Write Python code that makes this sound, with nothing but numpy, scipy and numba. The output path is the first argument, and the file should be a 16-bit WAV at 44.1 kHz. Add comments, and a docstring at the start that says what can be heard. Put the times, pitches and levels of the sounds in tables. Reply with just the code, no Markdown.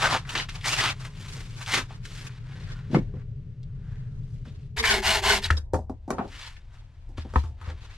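"""A boot is tugged off in a small log cabin: leather and cloth rub as clicks through resonances, folds snap.
A stove draws with a low hum, coloured noise; boot and step on the planks ring floor modes.
Then the scene cuts to a bench, where a bow saw ends its cut: uneven bites ring slat and blade.
The freed blade pings; slat and saw are knocked, slid and laid on the bench, which rings and booms.
A small stereo microphone stands close by; log walls echo through eight coupled delay lines."""
import sys
import numpy as np
from scipy import signal
from scipy.fft import rfft, irfft
from scipy.io import wavfile
from scipy.ndimage import uniform_filter1d
from numba import njit

SR = 44100
rng = np.random.default_rng(int(sys.argv[2]) if len(sys.argv) > 2 else 0)


def file_out(sig):
    """Save sig as 16-bit WAV at sys.argv[1]."""
    # one column per channel
    cols = np.atleast_2d(sig).T
    # limit, then scale
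    lim = np.clip(cols, -1, 1)
    pcm = np.round(lim * 32767).astype(np.int16)
    wavfile.write(sys.argv[1], SR, pcm)


N = 351477
T = np.arange(N) / SR

# stove hum and bench hum, spectra: f/Hz, relative level/dB per Hz
STOVE_SPECTRUM = [(12, -27.5), (20, -9), (32, 2.5), (54, -13), (127, 2), (248, -27.5), (281, -30),
                  (335, -32.5), (375, -50), (393, -32), (419, -24), (454, -36.5), (585, -40), (792, -54),
                  (900, -57.5), (1170, -86), (1980, -120)]
BENCH_HUM_SPECTRUM = [(12, -33.5), (22, -3), (117, -9), (170, -29), (300, -41.5), (600, -42), (1000, -44.5),
                      (1600, -110)]
# low hum: t/s, level/dB
HUM_LEVEL = [(0.0, -33.5), (0.29, -37), (2.42, -38.5), (3.08, -32.5), (3.53, -38), (4.06, -34),
             (4.88, -39.5), (5.64, -39.5), (5.86, -42.5), (7.04, -44.5), (7.26, -38.5), (7.97, -43.5)]
# faint hiss that comes and goes: t/s, level/dB
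HISS_LEVEL = [(4.6, -73), (4.7, -84), (5.88, -84), (5.92, -78), (6.07, -82), (6.3, -70), (7.44, -70),
              (7.49, -84), (7.59, -84), (7.62, -70)]
CUT_S = 4.76  # abrupt change of scene, stove to bench

# tugs and brushes of cloth and leather: full at t/s, rise/s, hold/s, fall/s, level/dB before colour,
# then against that level: treble/dB, scuff/dB, low/dB
RUBS = [(0.014, 0.09, 0.052, 0.094, -30, -2, 1, -15.5), (0.129, 0.087, 0.032, 0.064, -32, -8, -0.5, -5),
        (0.301, 0.074, 0.041, 0.045, -45, 1, -0.5, -8.5),
        (0.353, 0.0055, 0.038, 0.092, -31, -26, -5, -10.5),
        (0.49, 0.0077, 0.0035, 0.031, -33.5, -10, -13, -13),
        (0.551, 0.05, 0.0067, 0.088, -45.5, 1, -1, -5.5),
        (0.659, 0.035, 0.024, 0.038, -26.5, -1, -7, -15.5),
        (0.724, 0.066, 0.0099, 0.13, -31, -2, -4.5, -14), (0.802, 0.054, 0.098, 0.042, -29, -9, -3.5, -11),
        (0.835, .05, 0.021, .03, -36, -5, -22, -23), (1.014, 0.093, .005, 0.058, -50.5, 1, -2, -11),
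        (1.052, 0.026, 0.0045, 0.066, -47.5, 4.5, 1.5, -4),
        (1.207, 0.18, 0.21, 0.23, -50.5, 2.5, -3.5, -4.5), (1.606, 0.19, 0.023, 0.067, -47, 1, -4.5, -9),
        (1.676, 0.02, 0.043, 0.055, -37, 1, -7.5, -22), (1.742, 0.052, 0.047, 0.055, -27.5, -3, -1, -5.5),
        (1.907, 0.076, 0.0057, 0.12, -54, -3, -2, -4), (2.054, 0.016, 0.0042, 0.042, -41.5, 1, -30, -7.5),
        (2.118, 0.15, 0.16, 0.016, -49.5, 2, -7, -8.5), (2.32, 0.047, 0.053, 0.038, -60, -28, -5, -17),
        (2.568, 0.51, 0.16, 0.44, -59, -14, 1.5, 1), (2.932, 0.048, 0.027, 0.12, -50.5, -11, -7, 12),
        (3.171, 0.19, 0.03, 0.08, -84, -22, 15.5, 20), (3.928, 0.51, 0.051, 0.37, -75, -11, 6.5, -21),
        (4.31, 0.65, 0.065, 0.45, -72.5, 2, -4.5, -4), (4.455, 0.018, 0.0041, 0.18, -58.5, -21, -3.5, 5.5),
        (4.61, 0.08, 0.0056, 0.57, -72, -7, -7, -25.5),
        (5.507, 0.0064, 0.0028, 0.022, -25.5, -26, -18, -6.5),
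        (5.579, .03, .003, 0.026, -53.5, 8.5, -0.5, 7.5), (6.323, 0.043, 0.024, 0.34, -52, -21, -18, -9),
        (6.44, 0.33, 0.035, 0.11, -45.5, -3.5, -11.5, -33), (6.74, 0.071, 0.011, 0.15, -66, -1, 7.5, -6),
        (7.179, 0.014, 0.0026, 0.095, -46.5, -25, -9, -16), (7.303, 0.14, 0.041, 0.054, -68, -1, 3, -8),
        (7.366, 0.043, 0.01, 0.2, -52, -2, -11, -12), (7.683, 0.12, 0.02, 0.052, -61.5, -36, 14, 9),
        (7.833, 0.34, 0.15, 0.24, -60, -27, -1.5, -6)]
# cloth and leather resonances: f/Hz, width/Hz, level/dB
RUB_COLOUR = [(347, 560, 2), (1057, 1270, 3), (1750, 1720, -2.5), (2740, 1950, -5), (4120, 4800, -5),
              (9000, 12000, -22)]
# hollow of the boot shaft and folds, one list per rub group: t/s, centre f/Hz, level/dB against the rub
SHAFT = [
    [(0.01, 1373, -20.5), (0.054, 1500, -2.5), (0.1, 900, -11.5), (0.162, 940, -3), (0.2, 1150, -25)],
    [(0.34, 1854, -9), (0.38, 2960, -3), (0.45, 2406, -18.5)],
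    [(0.64, 1930, -7.5), (0.68, 1980, -12.5), (0.705, 2680, -1.5), (0.76, 2580, -7.5), (0.785, 1880, -1.5),
     (0.815, 1850, -8), (0.835, 1104, -9), (0.87, 1400, -9.5), (0.888, 2520, -3.5), (0.94, 2020, -17)],
    [(1.66, 2380, -19.5), (1.69, 2094, -10), (1.748, 2110, -5), (1.776, 1850, -11), (1.83, 1270, -16.5)],
    [(2.36, 1680, -29), (2.412, 1410, -4), (2.644, 1680, -5), (2.772, 1380, 2), (2.88, 1500, -6)],
    [(3.75, 1350, 2), (3.95, 1650, 6), (4.2, 1312, -6)],
]
RUB_FADE_DB = 30  # depth below full at the far ends of rise and fall
CRACKLE_PER_S, CRACKLE_DB = 300, -9  # coarse creases giving way; level against the rub
# folds that snap loose, and from 6.2 s small ticks as the slat is handled and slid on the bench: # t/s, peak
# level/dB, centre f/Hz
SNAPS = [(0.021, -15, 1440), (.147, -15, 940), (0.2505, -37.5, 1590), (0.292, -25.5, 2750),
         (0.3513, -24, 1040), (.375, -24, 3270), (.398, -23, 2000), (.421, -31, 2800), (0.4882, -31, 1860),
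         (0.5525, -34, 3150), (0.6103, -32, 2570), (0.6425, -21.5, 2180), (0.728, -27, 1980),
         (0.7841, -23, 1950), (1.05, -32.5, 1960), (1.4034, -39, 2130), (1.6616, -26.5, 3050),
         (1.906, -36.5, 846), (2.0532, -40, 1600), (2.293, -41, 1503), (3.215, -52, 1320),
         (3.6306, -49.5, 3520), (4.361, -57, 2305), (4.4541, -44.5, 1260), (4.482, -51, 3100),
         (6.278, -45.5, 4060), (6.464, -37, 3600), (6.5661, -41, 1990)]
SNAP_T60_S = 0.051

# boot and step on the floor: t/s, peak level/dB, slap/dB, rattle t60/s, ring centre f/Hz
THUDS = [(2.897, -28, -52, 0.11, 250), (2.93, -16.5, -50, 0.13, 207), (2.945, -9.5, -15, 0.1, 205),
         (2.966, -10.5, -35, 0.07, 287), (2.988, -22.5, -43, 0.056, 230), (3.137, -33.5, -53, 0.097, 398),
         (3.167, -38, -57, 0.074, 407), (4.47, -36, -56, 0.076, 207)]
# floor plank modes: f/Hz, relative level/dB, t60/s
PLANKS = [(114, -7, 0.17), (138, -2.5, 0.1), (164, 8, 0.061), (189, 3, 0.2), (221, 9, 0.099),
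          (245.6, 10, 0.084), (278, 3, 0.06), (314, 6, 0.047), (383, -1, 0.06), (468, 5.5, 0.038)]
# leather on wood: f/Hz, width/Hz, relative level/dB
SLAP = [(865, 540, 18), (1140, 280, 11), (1730, 350, -8), (2170, 130, 8)]

# saw strokes: start t/s, end t/s, relative level/dB, peak place 0-1, nominal teeth per s at full speed,
# then against that level: hollow ring/dB, body ring/dB, upper ring/dB, chatter/dB, whine/dB;
# share by which the ring pitches rise with speed, place of the fullest hollow ring 0-1
STROKES = [(4.763, 4.821, -33.5, 0.35, 697.3, 2, -0.5, -1.5, -14.5, -22, 0.0079, 1),
           (4.822, 5.013, -27, 0.35, 902, 4, 1.5, 3, -4, -4, 0.021, 0.82),
           (5.018, 5.213, -24.5, 0.39, 878, -5, -0.5, -1, -13, -8.5, 0.026, 0.75),
           (5.217, 5.403, -24.5, 0.4, 898, 1.5, 2, -2.5, -8, -3, 0.093, .65),
           (5.415, 5.476, -33, 0.66, 981, -4, -12, 0, -7.5, -29, .02, .4)]
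# slat and blade resonances: f/Hz, width/Hz, relative level/dB
SAW_RINGS = [(216, 15, -7.5), (396.6, 18, -9), (417, 27, -2.5), (465, 28, -11.5), (677.5, 45, -3.5),
             (800, 60, -7.5), (911, 130, 0.5), (1060, 140, 0), (1510, 44, -12), (1742, 120, -5),
             (2046, 180, -4.5), (2234, 170, 2.5), (2960, 250, 0), (3280, 90, -15), (3536, 180, -24.5),
             (4440, 360, -2), (5200, 360, -7.5)]
# broad saw hiss: f/Hz, width/Hz, relative level/dB
SAW_HISS = [(1826, 620, -5.5), (3140, 2480, -1.5), (6450, 5600, -7.5), (11800, 2200, -19.5)]
# slat drawn across the bench: t/s, relative level/dB
SLIDE = [(6.27, -84), (6.31, -61), (6.475, -45.5), (6.495, -60), (6.58, -65)]
CHATTER_PER_S = 103  # nominal
WHINE_HZ, WHINE_SAG = 1541, 0.18  # nominal tooth note at full speed; power of speed by which it falls

# blows on the bench: t/s, knock peak/dB, hollow/dB, tick/dB, boom/dB before its rise, boom f/Hz,
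# knock f/Hz, rattle t60/s
KNOCKS = [(4.77, -26, -48, -49, -22, 68, 1830, 0.23), (4.839, -11.5, -48.5, -34, -36, 72, 2000, 0.1),
          (5.451, -27.5, -46.5, -36, -24, 84.1, 1930, 0.23), (5.503, -7, -24.5, -28, -9, 76.3, 1516, 0.022),
          (5.525, -39, -29.5, -39, -28, 75, 1780, 0.22), (5.571, -43, -35.5, -55, -22.5, 73.4, 1670, 0.16),
          (5.734, -39, -7.5, -35, -13.5, 79.4, 825, 0.19), (5.742, -18, -38, -37, -17.5, 81.6, 845, 0.059),
          (5.79, -53, -23, -56, -24, 74, 815, 0.068), (5.896, -45, -18.5, -49.5, -31, 79, 875, 0.1),
          (6.078, -61, -24, -54, -58, 78.5, 904, 0.59), (6.104, -15.5, -10.5, -27, -51, 78.1, 1150, 0.085),
          (6.125, -27, -19, -58, -44, 77, 1240, 0.1), (6.148, -49, -23, -60, -55, 77, 1200, 0.067),
          (6.183, -21, -48, -48, -56, 78.4, 740, 0.16), (6.192, -26, -16.5, -77, -51, 70.0, 1140, 0.13),
          (6.215, -48, -32, -65, -53, 72, 1000, 0.14), (6.245, -54, -22.5, -66, -50, 72, 840, 0.12),
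          (6.267, -56, -33.5, -65, -55, 72, 800, 0.066), (7.089, -58, -43.5, -59.5, -41, 69, 710, 0.25),
          (7.18, -30, -25, -53, -23.5, 76, 1160, 0.019), (7.249, -47, -30, -64, -49, 67.4, 1137, 0.084),
          (7.337, -26, -25, -45, -29.5, 82.6, 1060, 0.069), (7.358, -8.5, -9, -57, -8, 69.6, 1090, 0.03),
          (7.437, -39.5, -34.5, -50, -19.5, 74.3, 1130, 0.16), (7.498, -71, -47, -64, -37, 75, 900, 0.082),
          (7.613, -37, -40.5, -53, -34, 85.5, 1180, 0.22), (7.67, -45, -34.5, -66, -21.5, 77.3, 940, 0.32)]
# bench top modes: f/Hz, relative level/dB, t60/s
BENCH = [(215, -4, .06), (265, -2, .05), (334, -1, .04), (404, -2, .035), (520, 0, .03), (620, 0, .03),
         (730, -4, .04), (800, 0, .015), (910, 0, .015), (1080, 0, .015), (1303, 0, .012), (1480, 0, .012),
         (1782, 0, .01), (2309, -2, .008)]
BOOM_T60_S, BOOM_LAG_S, BOOM_RISE_S = .28, .004, .005
# pings of the freed blade: t/s, peak level/dB
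PINGS = [(5.4398, -17), (5.5688, -31)]
# blade modes: f/Hz, relative level/dB, t60/s
BLADE = [(3400, -4, .025), (3900, 0, .04), (4380, -5, .03), (5200, -6, .04)]
# modes of the saw frame once laid down: f/Hz, relative level/dB, t60/s
FRAME = [(692, -1, 0.41), (890, -6, 0.3)]
FRAME_S, FRAME_DB = 7.437, -46  # time, peak level

CABIN_T60_S, CABIN_DAMP, CABIN_DB = 0.11, 0.29, -10  # nominal decay, damping 0-1, echo gain
# unrelated part between the ports: f/Hz, level/dB against the middle
SIDE_SPECTRUM = [(100, -22), (500, -14), (1000, -11), (2000, -8), (4000, -4), (8000, -1), (14000, 1)]
# left minus right port: f/Hz, level/dB
LEFT_SPECTRUM = [(100, 2), (600, 1), (2500, 2.3), (5000, 0), (10000, -1.5)]
# lag of the left port: greatest phase/rad, f/Hz where it levels off
LEFT_LAG_RAD, LEFT_LAG_HZ = .7, 2200
MIC_HZ, TOP_HZ = 10750, 15600


def undb(db):
    """Gain of a level in dB."""
    return 10 ** (np.asarray(db) / 20)


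def unit(x):
    """Scale to rms 1."""
    return x / np.sqrt(np.mean(x ** 2))


def peak(x):
    """Scale to peak 1."""
    return x / np.abs(x).max()


def decay(t, t60_s):
    """Exponential fall of 60 dB in t60_s."""
    return np.exp(-np.log(1000) * t / t60_s)


def band(x, hz, width_hz):
    """Two-pole resonance with gain 1 at the centre."""
    return signal.lfilter(*signal.iirpeak(min(hz, .45 * SR), hz / width_hz, SR), x)


def sweep(x, hz, width_hz):
    """Resonance whose centre moves from sample to sample."""
    turn = np.exp(2j * np.pi * np.cumsum(hz) / SR)
    keep = np.exp(-np.pi * width_hz / SR)
    poles = np.convolve([1, -keep], [1, -keep ** 2])
    return (signal.lfilter([1], poles, x / turn) * turn).real


def colour(x, table, power=1):
    """Shape by (Hz, dB) points joined on a log-frequency axis."""
    hz, db = np.transpose(table)
    f = np.arange(N // 2 + 1) * SR / N + 1
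    return irfft(rfft(x) * undb(power * np.interp(np.log(f), np.log(hz), db)), N)


def walk(rate_hz):
    """Random levels held 1 / rate_hz and slewed twice; rms 1."""
    k = int(SR / rate_hz)
    steps = np.repeat(rng.standard_normal(N // k + 1), k)
    return unit(uniform_filter1d(uniform_filter1d(steps, k), k)[:N])


def grit(per_s, spread_db):
    """Random clicks of spread size over a bed of fine noise."""
    hit = rng.random(N) < per_s / SR
    clicks = unit(hit * undb(spread_db * np.minimum(rng.exponential(size=N), 3)))
    return unit((clicks + 1.2) * rng.standard_normal(N))


def add(out, s, x):
    """Mix x into out from time s."""
    i = int(s * SR)
    out[i:i + len(x)] += x[:N - i]


def rattle(t60_s):
    """A crack that builds within a millisecond, then a dying patter of small contacts."""
    t = T[:SR // 3]
    size = decay(t, t60_s) + 2.06 * np.exp(-t / 0.0013)
    return rng.standard_normal(len(t)) * size * (1 - np.exp(-t / 0.00052))


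def blow(modes, push):
    """The push rings the modes, each by a chance amount and slightly off pitch; peak 1."""
    t, ring = T[:len(push)], 0
    for hz, db, t60_s in modes:
        hz = hz * (1 + .025 * rng.standard_normal())
        gain = undb(db + 2.0 * rng.standard_normal())
        ring = ring + gain * np.sin(2 * np.pi * hz * t) * decay(t, t60_s)
    return peak(signal.fftconvolve(push, ring)[:len(t)])


def hum():
    """The low roar of the stove draught as coloured noise; fainter at the bench, with another spectrum."""
    near = np.interp(T, [CUT_S - .01, CUT_S + .01], [1, 0])
    stove = unit(colour(rng.standard_normal(N), STOVE_SPECTRUM))
    bench = unit(colour(rng.standard_normal(N), BENCH_HUM_SPECTRUM))
    return (near * stove + (1 - near) * bench) * undb(np.interp(T, *np.transpose(HUM_LEVEL)))


def hiss():
    """Faint broad noise that comes and goes."""
    noise = unit(band(band(rng.standard_normal(N), 1500, 2500), 1600, 4500))
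    return noise * undb(np.interp(T, *np.transpose(HISS_LEVEL)))


def rubbing():
    """Fibres stick and slip in dense clicks; rubs swell, hold and fade; each resonance flickers by itself."""
    mids, treble, scuff, low = np.zeros((4, N))
    for s, rise, hold, fall, db, treble_db, scuff_db, low_db in RUBS:
        near = slice(max(int((s - 2 * rise) * SR), 0), int((s + hold + 2 * fall) * SR))
        t = T[near]
        away = np.maximum(s - t, 0) / rise + np.maximum(t - s - hold, 0) / fall
        size = undb(db - RUB_FADE_DB * away)
        for region, tilt_db in zip((mids, treble, scuff, low), (0, treble_db, scuff_db, low_db)):
            region[near] += size * undb(tilt_db)

    slips = grit(2500, 1.1) * undb(2.5 * np.tanh(walk(90)))
    out = 0
    for (hz, width, db), size in zip(RUB_COLOUR, (low, scuff, mids, mids, treble, treble)):
        tone = unit(band(band(slips, hz, width), hz, 1.72 * width))
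        out = out + tone * undb(db + 1.8 * walk(30)) * size

    s, hz, db = np.concatenate(SHAFT).T
    shaft = unit(sweep(slips, np.interp(T, s, hz), 420))
    shaft = shaft * undb(np.interp(T, s, db, right=-60) + 1.3 * walk(52))

    creases = (rng.random(N) < CRACKLE_PER_S / SR) * rng.standard_normal(N)
    crackle = band(creases, 1300, 700) - band(creases, 2700, 1300) + 0.39 * band(creases, 4500, 1800)
    crackle = unit(crackle) * undb(CRACKLE_DB)
    loud = mids > undb(-42)  # only the louder rubs crackle
    return out + (shaft + crackle * loud) * mids


def snaps():
    """A fold lets go, or the slat ticks as it is handled: a sudden gritty burst that dies fast."""
    out, t = np.zeros(N), T[:SR // 5]
    for s, db, hz in SNAPS:
        noise = band(band(rng.standard_normal(len(t)), hz, 0.5 * hz), hz, 1.5 * hz)
        add(out, s, undb(db) * peak(noise * decay(t, SNAP_T60_S)))
    return out


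def thuds():
    """A soft sole drops on the planks: a dull, dense ring and a short broad slap."""
    out = np.zeros(N)
    for s, db, slap_db, rattle_s, ring_hz in THUDS:
        push = rattle(rattle_s)
        ring = band(band(blow(PLANKS, push), ring_hz, 1.5 * ring_hz), ring_hz, 2.05 * ring_hz)
        slap = sum(undb(tilt_db) * unit(band(band(push, hz, width), hz, 2 * width))
                   for hz, width, tilt_db in SLAP)
        add(out, s, undb(db) * peak(ring) + undb(slap_db) * peak(slap))
    return out


def saw():
    """Uneven bites and chatter ring slat, blade and bench, higher with stroke speed; later the slat slides."""
    near = slice(int(4.7 * SR), int(6.7 * SR))
    t = T[near]
    force, teeth, hollow, body, upper, jolt, bend, sing, pace = np.zeros((9, len(t)))
    for (start, end, db, place, per_s, hollow_db, body_db, upper_db,
         chatter_db, whine_db, share, late) in STROKES:
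        span = end - start
        speed = np.sin(np.pi / 2 * np.interp(t, [start, start + place * span, end], [0, 1, 0]))
        push = undb(db) * speed ** 0.74
        swell = np.interp(t, [start - .02, start + late * span, end + 0.02], [0, 1, 0])
        force += push
        hollow += undb(db + hollow_db) * swell ** 0.76
        body += push * undb(body_db)
        upper += push * undb(upper_db)
        jolt += (speed > 0) * undb(chatter_db)
        sing += push * speed ** 1.9 * undb(whine_db)
        pace += speed
        teeth += per_s * speed
        bend += share * (speed - 1) * (speed > 0)  # ring pitch follows stroke speed

    def count(per_s):
        """Events per sample at a varying rate."""
        return np.diff(np.floor(np.cumsum(per_s) / SR), prepend=0)

    bites = count(teeth * undb(4.4 * walk(400)[near]))
    # each bite tears fibres for a moment
    tear = .35 + signal.lfilter([1], [1, -.93], bites * rng.random(len(t)))
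    jolts = count(CHATTER_PER_S * undb(1.1 * walk(100)[near]))
    chatter = unit(jolts * undb(4.7 * rng.standard_normal(len(t))))
    slide = undb(np.interp(t, *np.transpose(SLIDE), left=-120, right=-120) + 1.6 * walk(40)[near])
    drift = .025 * walk(15)[near]  # the ring pitches wander slightly at random

    def rasp(hz, width, wander_db):
        """Tearing and chatter through one resonance, whose strength wanders."""
        drive = unit(tear * rng.standard_normal(len(t))) + jolt * chatter
        return undb(wander_db * walk(22)[near]) * unit(sweep(drive, hz * (1 + bend + drift), width))

    def ring_size(hz):
        """Envelope of a ring by its region; the slide drives 850 Hz and up."""
        if hz < 500:
            return hollow
        if hz < 850:
            return body
        if hz < 1300:
            return body + slide
        if hz < 2500:
            return upper + slide
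        return force + slide

    ring = sum(undb(db) * rasp(hz, width, 1.88) * ring_size(hz) for hz, width, db in SAW_RINGS)
    saw_hiss = sum(undb(db) * rasp(hz, width, 0.25) for hz, width, db in SAW_HISS)
    shake = rasp(63, 34, 0.76) * uniform_filter1d(force, SR // 12)  # the bench shakes
    note_hz = WHINE_HZ * pace ** WHINE_SAG
    whine = rasp(note_hz, 45, 1.6) + .6 * rasp(2 * note_hz, 110, 1.2)
    out = np.zeros(N)
    out[near] = sing * whine + undb(-11.0) * ring + undb(-2.0) * force * saw_hiss + undb(-9.5) * shake
    return out


def knocks():
    """Blows ring the bench top; the legs follow with a low boom; frame and freed blade ring their modes."""
    out, t = np.zeros(N), T[:SR // 2]
    for s, knock_db, hollow_db, tick_db, boom_db, boom_hz, knock_hz, rattle_s in KNOCKS:
        push = rattle(rattle_s)
        top = blow(BENCH[7:], push)  # upper modes
        knock = band(top, knock_hz, 0.23 * knock_hz) + 0.052 * top
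        hollow = band(band(blow(BENCH[:9], push), 330, 600), 360, 1200)
        tick = band(band(push, 5100, 4800), 7300, 8000)
        add(out, s, undb(knock_db) * peak(knock) + undb(hollow_db) * hollow + undb(tick_db) * peak(tick))
        boom = np.sin(2 * np.pi * boom_hz * t) * decay(t, BOOM_T60_S)
        add(out, s + BOOM_LAG_S, undb(boom_db) * boom * (1 - np.exp(-t / BOOM_RISE_S)))
    add(out, FRAME_S, undb(FRAME_DB) * blow(FRAME, rattle(0.047)))
    for s, db in PINGS:
        add(out, s, undb(db) * blow(BLADE, rattle(0.045)))
    return out


@njit
def walls(x, lags, gain, damp):
    """Eight delay lines that feed each other, duller on every round."""
    line, soft, out = np.zeros((8, 4096)), np.zeros(8), np.zeros((2, len(x)))
    for i in range(len(x)):
        total = 0.
        for k in range(8):
            soft[k] += (1 - damp) * (gain[k] * line[k, (i - lags[k]) & 4095] - soft[k])
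            total += soft[k]
            out[k % 2, i] += soft[k]
        for k in range(8):
            line[k, i & 4095] = x[i] + soft[k] - total / 4
    return out


def ports(mid):
    """Close reflections reach the two ports by different paths; the left port lags and differs in level."""
    t = T[:SR // 10]
    scatter = rng.standard_normal(len(t)) * np.exp(-t / .012)
    side = colour(signal.fftconvolve(mid, scatter / np.linalg.norm(scatter))[:N], SIDE_SPECTRUM)
    side = side * walk(60)  # the difference between the ports fluctuates at random
    f = np.arange(N // 2 + 1) * SR / N
    lag_rad = LEFT_LAG_RAD * np.tanh(f / LEFT_LAG_HZ)
    left = irfft(rfft(mid) * np.exp(-1j * lag_rad), N)
    return np.array([colour(left + side, LEFT_SPECTRUM, power=.5),
                     colour(mid - side, LEFT_SPECTRUM, power=-.5)])


def scene():
    """All sources, the echo of all but hum and hiss from the log walls, and the two ports."""
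    sources = rubbing() + snaps() + thuds() + saw() + knocks()
    lags = rng.integers(200, 1200, 8)  # samples
    gain = undb(-60 * lags / SR / CABIN_T60_S)
    echo = walls(sources + 1e-18, lags, gain, CABIN_DAMP)  # offset keeps the loop off denormals
    return ports(sources + hum() + hiss() + undb(CABIN_DB) * echo[0])


def record(dry):
    """The microphone dulls the highest treble and the recorder cuts the top steeply."""
    dull = signal.lfilter(*signal.butter(2, MIC_HZ, fs=SR), dry)
    return signal.sosfilt(signal.ellip(10, .2, 80, TOP_HZ, fs=SR, output="sos"), dull)


dry = scene()
out = record(dry)
file_out(out)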